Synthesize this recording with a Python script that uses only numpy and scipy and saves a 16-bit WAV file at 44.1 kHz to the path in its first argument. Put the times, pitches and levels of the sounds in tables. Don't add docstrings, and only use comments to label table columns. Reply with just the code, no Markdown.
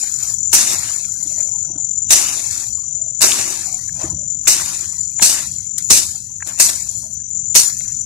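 import sys
import numpy as np
from scipy import signal
from scipy.fft import rfft, irfft, next_fast_len
from scipy.io import wavfile
from scipy.ndimage import uniform_filter1d

SR = 44100
rng = np.random.default_rng(int(sys.argv[2]) if len(sys.argv) > 2 else 0)


def inscribe(sig):
    pcm = np.round(np.clip(np.atleast_2d(sig).T, -1, 1) * 32767)
    wavfile.write(sys.argv[1], SR, pcm.astype(np.int16))


def boost(x):
    u = np.asarray(x, float) / 20
    return 10 ** u


N = 355005


def evened(x):
    return x / np.sqrt(np.mean(x ** 2) + 1e-20)


def read(points, hz):
    f, value = np.transpose(points)
    return np.interp(np.log(hz + 1), np.log(f + 1), value)


def over_time(points):
    s, value = np.transpose(points)
    return np.interp(np.arange(N) / SR, s, value)


def drift(per_s):
    lowpass = signal.butter(2, per_s, fs=SR, output="sos")
    return evened(signal.sosfilt(lowpass, rng.standard_normal(N + SR))[SR:])


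def bump(s, length):
    return np.exp(-(2 * (np.arange(N) / SR - s) / length) ** 2)


def ring(x, hz, width):
    r = np.exp(-np.pi * width / SR)
    poles = [1, -2 * r * np.cos(2 * np.pi * hz / SR), r * r]
    once = signal.lfilter([1, 0, -1], poles, x)
    return evened(signal.lfilter([1], poles, once))


def patches(shape):
    field = rng.standard_normal(shape[::-1]).T
    field = uniform_filter1d(field, size=5, axis=-2)
    return evened(uniform_filter1d(field, size=17, axis=-1))


def patchy(left, right, same, patch_db):
    frames, hz = N // 256 + 5, np.fft.rfftfreq(1024, 1 / SR)
    a, b, c, d = rng.standard_normal((frames, 513, 4)).T
    same = np.clip(same, -1, 1)
    first, other = a + 1j * b, c + 1j * d
    z = np.array([first, same * first + np.sqrt(1 - same ** 2) * other])
    colour_db = np.array([read(left, hz), read(right, hz)])[..., None]
    z *= boost(colour_db + patch_db * patches(a.shape))
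    sound = signal.istft(z, nperseg=1024, noverlap=768)[1][:, :N]
    return np.array([evened(v) for v in sound])


def night_air():
    # (f/Hz, level/dB per Hz)
    rumble = [(12, -77), (20, -36), (32, -67.5), (68, 3.5), (97, 7.5), (119, 1), (145, 2), (300, -17.5),
              (405, -28.5), (450, -57), (580, -26.5), (990, -120)]
    # (t/s, level/dB, length/s)
    gusts = [(0.545, -37, 0.029), (1.737, -40, 0.13), (3.24, -37, .04), (2.08, -34, 0.04),
             (4.11, -34.5, .1), (4.094, -35, 0.25), (4.344, -40, .1), (5.918, -23, 0.011),
             (7.004, -39, 0.093), (7.554, -41, .06), (8.003, -43.5, 0.5)]
    steady_db = -43
    swells = sum(boost(2 * db) * bump(s, length) for s, db, length in gusts)
    level = np.sqrt(boost(2 * steady_db) + swells)
    return level * patchy(rumble, rumble, 0.88, patch_db=2.0)


def swept(strokes, hz):
    stroke_s = .009
    t = np.arange(0, stroke_s, 1 / SR)
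    teeth = np.hanning(len(t)) * np.sin(2 * np.pi * hz * t)
    return signal.oaconvolve(strokes, teeth / abs(teeth).sum() * 1.6)[:N]


def insect():
    # (t/s, level/dB)
    upper_level = [(0.0, -24.5), (0.61, -25), (1.05, -28), (1.63, -23.5), (1.73, -33), (1.82, -24.5),
                   (2.38, -27.5), (3.38, -25.5), (4.08, -28.5), (5.2, -26.5), (5.63, -31.5), (5.96, -22),
                   (6.14, -31.5), (6.41, -34), (6.7, -27.5), (7.17, -31), (7.6, -23), (8.05, -28.5)]
    # (t/s, level/dB)
    lower_level = [(0.0, -36.5), (0.49, -32), (0.99, -37), (1.46, -29.5), (1.7, -36.5), (2.2, -32),
                   (2.42, -34), (3.47, -36), (3.81, -34.5), (4.12, -34.5), (5.96, -38), (6.1, -43.5),
                   (7.69, -32.5), (8.05, -34)]
    # (f/Hz, width/Hz, level/dB)
    upper_wing = [(7105, 95, 11), (6933, 46, 3.5), (8130, 110, -12.5)]
    # (f/Hz, width/Hz, level/dB)
    lower_wing = [(6132, 43, 17.5), (5951, 63, 16), (6200, 49, -15.5), (6220, 110, 19)]
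    pulses_per_s, lowest_hz = 45.2, 5600
    upper_rough, lower_rough = 2.0, 1.1

    turns = np.cumsum(pulses_per_s * (1 + 0.0053 * drift(2.2) + .004 * drift(30))) / SR
    strokes = evened(np.diff(np.floor(turns), prepend=0) * boost(2.0 * drift(15)))
    scrape = evened(np.exp(-(turns % 1) / .7) * rng.standard_normal(N))
    near = 0
    for wing, level, rough in [(upper_wing, upper_level, upper_rough), (lower_wing, lower_level, lower_rough)]:
        rings = 0
        for hz, width, mode_db in wing:
            rings = rings + boost(mode_db) * ring(swept(strokes, hz) + rough * scrape, hz, width)
        near = near + boost(over_time(level) + 7.5 + 1.0 * drift(6.2)) * evened(rings)
    near = signal.sosfilt(signal.butter(6, lowest_hz, "high", fs=SR, output="sos"), near)
    return near * boost([[0], [-32]])


def chorus():
    # (f/Hz, level/dB per Hz)
    left_hiss = [(5400, -58), (5700, 7.5), (6300, 10), (6800, 25), (7400, 8.5), (8100, 7.5), (8400, -29),
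                 (8900, -57.5)]
    # (f/Hz, level/dB per Hz)
    right_hiss = [(5000, -42.5), (5600, -34), (6100, 1), (6700, 9), (7400, -41.5), (8000, -20),
                  (8400, -24.5), (8900, -55)]
    out, t = np.zeros((2, N + 800)), np.arange(800) / SR
    for port, when, pitch, size in rng.random((300, 4)):
        note = np.sin(2 * np.pi * (6050 + 1650 * pitch) * t) * np.hanning(len(t))
        out[int(2 * port), int(when * N):][:len(t)] += note * boost(2.0 - 1.2 * np.log(size + .02))
    hiss = patchy(left_hiss, right_hiss, .05, patch_db=-6.5)
    return boost([[-38], [-45]]) * hiss + boost([[-33], [-40]]) * out[:, :N]


def spread(db, mix, weight_db):
    weight_share = np.array((.3, 0.62, 1.12))
    over_leaf_db = mix + weight_db * weight_share
    return boost(2 * db) * boost(2 * np.array([0, *over_leaf_db]))[:, None]


def layer_levels():
    # (t/s, blow level/dB, fade/dB per s, weight/dB)
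    blows = [
        (0.532, -18, 152.5, -1),
        (2.107, -17, 136.5, -1.5),
        (3.218, -19, 191, 0),
        (4.479, -14.5, 194, -4),
        (5.225, -14, 119, 0),
        (5.782, -31.5, 903, -6),
        (5.906, -13, 136, 3),
        (6.6, -14, 149, -3),
        (7.558, -11, 185.5, -4),
    ]
    # (level/dB, lasts/s, weight/dB)
    litters = [
        (-26, 1.1, -4),
        (-24, 0.55, 0.5),
        (-25.5, 0.765, 1),
        (-23.5, 1.1, 1.5),
        (-27, 0.688, -0.5),
        (-34.5, 0.44, 1.5),
        (-43, 0.1, -7.5),
        (-36.5, 0.54, -7),
        (-32.5, 0.605, -3.5),
        (-35.5, .6, -3.5),
    ]
    # (t/s, leaf level/dB, length/s, weight/dB)
    rustles = [(0.005, -49, 0.0067, -20), (0.256, -37.5, 0.14, 4), (0.522, -40, .015, -8),
               (0.73, -28.5, 0.032, 2.5), (1.136, -40.5, 0.022, -11), (1.3, -45, 0.36, 4.5),
               (1.475, -55, 0.42, 13), (2.097, -35, 0.007, 0), (2.133, -13, 0.021, -4),
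               (2.591, -37.5, 0.15, 2.5), (3.21, -25, 0.0043, 9), (3.242, -20, 0.012, 14),
               (3.596, -47, 0.22, 0), (4.045, -45.5, 0.12, 17.5), (4.443, -47.5, .025, 5),
               (4.475, -22, .006, -8), (5.143, -52, 0.0197, -19), (5.201, -43, .025, -9),
               (5.22, -30.5, 0.011, 9), (5.909, -26, 0.0046, -0.5), (0.55, -11, 0.0086, -16),
               (5.863, -59, 0.06, -36), (6.483, -39.5, 0.04, 11), (6.55, -45.5, .08, 7.5),
               (6.59, -27.5, 0.0041, -1), (6.992, -44, 0.11, -3.5), (7.13, -57, 0.085, -23),
               (7.3, -55.5, 0.016, -16.5), (7.551, -26, 0.0067, 0), (7.554, -18, 0.0034, 5),
               (6.662, -25.5, 0.011, 2), (6.697, -28.5, 0.009, 7.5), (7.674, -33, 0.0081, -1),
               (7.70, -34, 0.0083, 2), (7.79, -49, .05, -13)]
    # (t/s, length/s, stems level/dB, soil level/dB)
    scuffs = [(1.4, 0.034, -40, -58), (1.674, 0.063, -70, -54.5), (1.775, 0.073, -54, -55.5),
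              (6.67, 0.12, -37, -47.5), (5.7, 0.064, -52.5, -64), (4.04, 0.049, -52, -41.5),
              (5.11, .1, -57, -72), (5.197, 0.005, -23, -53), (5.38, 0.089, -32, -49),
              (6.6, 0.064, -45, -55), (5.83, 0.046, -51.5, -74.5), (5.8, .04, -44, -80),
              (6.514, 0.048, -40, -55), (7.9, 0.15, -46, -82), (9, .06, -42, -71), (1.21, .15, -48, -59.5),
              (1.75, .12, -59, -51.5), (6.15, 0.095, -50, -61.5), (6.9, .2, -56, -64.5),
              (4.455, 0.013, -44, -71), (4.597, .01, -35, -60)]
    blow_mix, chop_mix = (-1, -10.5, -21.5), (-2.4, -1.7, -12)
    litter_mix, rustle_mix = (0, -1.2, -13), (-3.5, -6, -18.5)
    bite_db_per_s, thin_db_per_s, settle_db_per_s = 4000, 39, 205.5
    chop_db, chop_s = 0.5, 0.012
    earlier_s = -0.28

    power, clock = np.full((4, N), 1e-10), np.arange(N) / SR
    for s, db, fade, weight_db in blows:
        bite_db = bite_db_per_s * np.minimum(clock - s, 0)
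        after = np.maximum(clock - s, 0)
        power += spread(db + bite_db - fade * after, blow_mix, weight_db)
        power += spread(db + bite_db + chop_db - 10 * (after / chop_s) ** 2, chop_mix, weight_db)
    starts = [earlier_s] + [row[0] for row in blows]
    for s, (db, lasts, weight_db) in zip(starts, litters):
        bite_db = bite_db_per_s * np.minimum(clock - s, 0)
        after = np.maximum(clock - s, 0)
        thin_db = thin_db_per_s * after + settle_db_per_s * np.maximum(after - lasts, 0)
        power += spread(db + bite_db - thin_db, litter_mix, weight_db)
    for s, db, length, weight_db in rustles:
        power += spread(db, rustle_mix, weight_db) * bump(s, length)
    for s, length, stems_db, soil_db in scuffs:
        power[2:] += boost(2 * np.array([[stems_db], [soil_db]])) * bump(s, length)
    return 10 * np.log10(power)


def litter_spectrum(hz, size):
    # (f/Hz, level/dB per Hz)
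    litter_colour = [(90, -39), (200, -19), (450, -16.5), (700, -20.5), (2000, -18), (2650, -15.5),
                     (3200, -14), (4500, -15), (7000, -7), (10000, -6), (13500, -8.5), (15300, -26.5),
                     (16000, -43.5)]
    # (f/Hz, left over right/dB)
    port_lean = [(500, -0.5), (2400, -2.5), (4400, 0), (7000, 0), (9000, 5), (15000, 3.5)]
    # (f/Hz, left-right likeness/1)
    port_same = [(150, 0.46), (640, 0.81), (1400, 0.55), (3000, 0.55), (6000, 0.25), (12000, 0.24)]
    # (f/Hz, phase/rad)
    port_turn = [(200, -0.89), (600, -0.34), (1400, -1.17), (3000, -1.31), (9000, -1.55)]
    # (f/Hz, width/Hz, level/dB)
    port_peak = [(7170, 4000, 11.5), (6065, 1200, 10.5)]
    # (f/Hz, width/Hz, level/dB)
    colour_dip = [(480, 140, -6), (3250, 420, -8)]

    grain_db = 1.6 * np.minimum(rng.exponential(1, (2, N)), 4)
    grains = boost(grain_db) * (rng.random((2, N)) < 6000 / SR)
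    a, b = rfft(rng.standard_normal((2, N)) * (2.1 + evened(grains)), size)
    same = np.clip(read(port_same, hz), -1, 1)
    left = a * np.exp(1j * read(port_turn, hz))
    z = np.array([left, same * a + np.sqrt(1 - same ** 2) * b])
    peaks_db = np.array([db / (1 + (2 * (hz - f) / width) ** 2) for f, width, db in port_peak])
    z *= boost(sum(db * np.exp(-(2 * (hz - f) / width) ** 2) for f, width, db in colour_dip))
    lean_db = read(port_lean, hz) * np.array([[.5], [-.5]])
    return z * boost(read(litter_colour, hz) + peaks_db + lean_db)


def slashes():
    # (lowest f/Hz, highest f/Hz)
    layer_hz = [(180, 380), (520, 850), (1000, 3500), (4000, 5400), (5800, 8200), (8800, 14000)]
    size = next_fast_len(N)
    hz = np.fft.rfftfreq(size, 1 / SR)
    z = litter_spectrum(hz, size)
    power = abs(z.mean(0)) ** 2 * 2 / (size * N)
    plain_db = [10 * np.log10(power[(hz > lo) & (hz < hi)].sum()) for lo, hi in layer_hz]

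    leaf, grit, stems, soil = layer_levels()
    soil, stems, grit = soil - plain_db[1], stems - plain_db[2], grit - plain_db[3]
    shade_db = np.clip(0.62 * (leaf + 22), -5, 0)
    leaf = leaf - plain_db[-1]
    thump = np.minimum(soil, stems) + 0.44
    ringing = .5 * (grit + leaf) + 0.048

    centres = np.sqrt(np.prod(layer_hz, axis=1))
    out = np.zeros((2, N))
    for k, db in enumerate([thump, soil, stems, grit, ringing, leaf]):
        share = read(list(zip(centres, np.eye(len(centres))[k])), hz)
        out += irfft(z * share, size)[:, :N] * boost([db, db + shade_db * (k > 3)])
    clumps_db = 1.0 * drift(180) + 0.59 * drift(34) - 0.78
    return out * boost(clumps_db)


def ragged(x, patch_db):
    z = signal.stft(x, nperseg=512, noverlap=384)[2]
    field = boost(patch_db * patches(z.shape[1:]))
    return signal.istft(z * evened(field), nperseg=512, noverlap=384)[1][:, :N]


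def frogs():
    # (t/s, length/s, f/Hz, level/dB)
    croaks = [(1.395, 0.14, 603, -50), (1.56, 0.03, 900, -48), (1.655, 0.019, 1450, -50),
              (1.762, 0.017, 1515, -48), (2.785, 0.015, 1065, -46), (2.84, 0.018, 1110, -52),
              (2.86, .05, 700, -62.5), (2.98, .05, 680, -64), (3.73, 0.09, 733, -45.5),
              (2.926, 0.034, 1060, -55), (2.929, 0.039, 665, -53), (3.04, .1, 648, -53),
              (3.113, 0.061, 570, -57), (4.218, 0.12, 589, -52.5), (4.198, 0.097, 1440, -57),
              (4.974, 0.048, 990, -57.5), (6.95, .12, 600, -57), (7.076, 0.083, 637.5, -53.5),
              (7.2, 0.081, 1630, -57), (7.85, 0.11, 590, -58), (0.042, 0.023, 800, -45),
              (7.07, 0.059, 920, -56.5), (8.004, .06, 548, -58)]
    out = 0
    for s, length, hz, db in croaks:
        breath = ring(rng.standard_normal(N), hz, 0.12 * hz)
        out = out + boost(db) * np.sqrt(bump(s, length)) * breath
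    return out * boost([[1.5], [-1.5]])


def ticks(rows, cycles, puff_s):
    out, t = np.zeros((2, N + 2000)), np.arange(2000) / SR
    for (s, db, hz, pan), noise in zip(rows, rng.standard_normal((len(rows), 2, 2000))):
        snap = np.sin(2 * np.pi * hz * t) * np.exp(-t * hz / cycles) * (1 - np.exp(-t * hz / 0.45))
        band = signal.butter(2, [.6 * hz, min(1.5 * hz, 15000)], "band", fs=SR, output="sos")
        grit = evened(signal.sosfilt(band, noise))
        sound = snap + 0.45 * grit * np.exp(-t / puff_s)
        at = round((s + .0015) * SR)
        out[:, at:at + 2000] += sound * boost(db + pan * np.array([[.5], [-.5]]))
    return out[:, :N]


def snaps():
    # (t/s, peak level/dB, f/Hz, left over right/dB)
    snap_rows = [(0.5382, 3, 11090, 12), (0.7312, -17.5, 9130, 19), (1.2354, -25.5, 9060, 17),
                 (2.0968, -31.5, 9200, 19), (2.1054, -17, 9600, 4.3), (3.2156, -5.5, 10700, 6.5),
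                 (3.2281, -1, 10980, 6.5), (5.1113, -43.5, 9700, 35.5), (5.781, -8.5, 8850, 12),
                 (5.878, -27, 8700, 6.7), (6.4727, -17.5, 8240, 9), (6.9132, -26, 8980, 13),
                 (7.1412, -43, 10700, 41), (7.2913, -39.5, 9940, 20), (7.543, -13, 8300, 3.9),
                 (7.5555, 4, 10780, 5), (7.7842, -19.5, 8700, 5), (8.0157, -32.5, 10500, 16)]
    return ticks(snap_rows, cycles=10.0, puff_s=0.0027)


def knocks():
    # (t/s, peak level/dB, f/Hz, left over right/dB)
    knock_rows = [(0.904, -29, 1170, 3), (1.045, -25.5, 2560, 5), (1.254, -32.5, 303, 3),
                  (1.373, -33, 620, 0), (1.698, -33, 328, 3), (1.755, -28.5, 285, -5),
                  (3.318, -3.5, 3440, -2), (3.891, -26.5, 1740, 2), (3.98, -39, 308, -1),
                  (4.04, -17.5, 326, 0), (4.125, -28.5, 318, 2.5), (4.471, -7.5, 2480, 2),
                  (5.197, -19, 895, 6), (5.213, -20, 3920, -6.5), (6.3, -37, 1020, 0),
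                  (6.404, -26, 1750, 0.5), (6.423, -15, 1600, -1), (7.806, -27, 2140, -10)]
    return ticks(knock_rows, cycles=2.8, puff_s=.0025)


def patters():
    # (t/s, peak level/dB, f/Hz, left over right/dB)
    patter_rows = [(0.9343, -23, 4600, -4), (2.284, -14, 4500, 9), (2.3794, -20, 4400, 6),
                   (2.7346, -28, 4470, 14), (4.5964, -18, 1520, 3), (6.6537, -5, 6460, 5),
                   (6.6644, -6, 6470, 6), (6.6894, -10, 3200, 5), (6.6974, -10, 6200, 3.5),
                   (6.7287, -12, 6310, 5), (7.6294, -9, 6500, 4), (7.669, -11, 6350, 5),
                   (7.6992, -16, 4300, 7)]
    return boost(-3.5) * ticks(patter_rows, cycles=3.0, puff_s=.003)


def neighbour():
    # (t/s, length/s, f/Hz, level/dB)
    note_rows = [
        (1.835, .04, 6580, -23),
        (7.365, .03, 6400, -28),
        (7.385, 0.044, 6550, -24),
        (7.46, 0.027, 6850, -21.5),
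    ]
    t = np.arange(N) / SR
    out = 0
    for s, length, hz, db in note_rows:
        out = out + boost(db) * np.sqrt(bump(s, length)) * np.sin(2 * np.pi * hz * t)
    return out * (1 + .5 * np.cos(2 * np.pi * 120 * t)) * boost([[0], [-20]])


def scene():
    background = night_air() + insect() + chorus()
    weeds = ragged(slashes(), patch_db=1.8)
    hits = snaps() + knocks() + patters()
    return background + weeds + frogs() + hits + neighbour()


def bands(hz):
    edges = [0.]
    while edges[-1] <= hz[-1]:
        edges.append(edges[-1] + np.clip(.085 * edges[-1], 86, 690))
    return np.unique(np.searchsorted(edges, hz, "right"), return_inverse=True)[1]


def mute_weak_bands(x):
    # (f/Hz, level/dB per Hz)
    gate = [(240, -120), (330, -79), (470, -72.5), (650, -87.5), (1500, -80.5), (2500, -80), (2900, -68),
            (3250, -95), (3600, -70.5), (4200, -94.5), (5400, -84.5), (5800, -97), (8300, -91), (8700, -83),
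            (11000, -96), (14200, -86.5), (14600, -50.5)]
    # (f/Hz, raised bar/dB)
    right_bar = [(7300, 0), (8000, 11.5), (9500, 3.5), (11500, 3.5), (13000, 10)]
    # (f/Hz, share of time/1)
    starved_share = [(380, 0), (480, .3), (600, .02), (2000, .06), (2800, .04), (3150, .6), (3500, .08),
                     (5000, .01), (7200, 0), (7900, .04), (9000, 0)]

    hz, _, z = signal.stft(x, SR, nperseg=1024, noverlap=768, scaling="psd")
    band = bands(hz)
    member = np.eye(band.max() + 1)[band]
    band_power = (member / member.sum(0)).T @ abs(z) ** 2
    power = uniform_filter1d(band_power[:, band], size=5, axis=2)
    recent = signal.lfilter([.08], [1, -.92], power.mean(axis=1, keepdims=True))
    loud_db = 10 * np.log10(abs(recent) + 1e-14)
    luck = rng.standard_normal((z.shape[2], band.max() + 1, 3)).T
    *wander, starve = evened(uniform_filter1d(luck, size=12, axis=-1))[:, band]

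    bar_db = read(gate, hz)[:, None] + np.outer([0, 1], read(right_bar, hz))[..., None]
    bar_db = bar_db + 4.66 * np.array(wander)
    bar_db = bar_db + 0.1 * np.maximum(loud_db + 56.5, 0)
    over_db = 10 * np.log10(abs(power) + 1e-20) - bar_db
    gain_db = -36 / (1 + np.exp(np.minimum(over_db / .6, 40)))
    starved = 1 / (1 + np.exp(1.7 * starve)) < read(starved_share, hz)[:, None]
    z = z * boost(gain_db - 30 * starved)
    return signal.istft(z, SR, nperseg=1024, noverlap=768, scaling="psd")[1][:, :N]


def circuit_hush():
    # (f/Hz, level/dB per Hz)
    left_hush = [(300, -3.5), (450, 2), (1000, -9.5), (3000, -4.5), (5000, -9.5), (9000, -34),
                 (12500, -9.5), (14500, -25)]
    # (f/Hz, level/dB per Hz)
    right_hush = [(300, -3), (450, 4.5), (1000, -9.5), (3000, -4), (5000, -17.5), (9000, -35), (12500, -12),
                  (14500, -25.5)]
    return boost(-63.5) * patchy(left_hush, right_hush, 0.082, patch_db=5.0)


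def roll_off(x):
    return signal.sosfilt(signal.butter(12, 15560, fs=SR, output="sos"), x)


def record(dry):
    low_cut = signal.butter(2, 55, "high", fs=SR, output="sos")
    quiet = mute_weak_bands(signal.sosfilt(low_cut, dry)) + circuit_hush()
    band_limit = signal.firwin(511, 15600, window=("kaiser", 9), fs=SR)
    limited = signal.oaconvolve(quiet, band_limit[None], "same")
    return roll_off(np.clip(limited, -1, 1))


dry = scene()
out = record(dry)
inscribe(out)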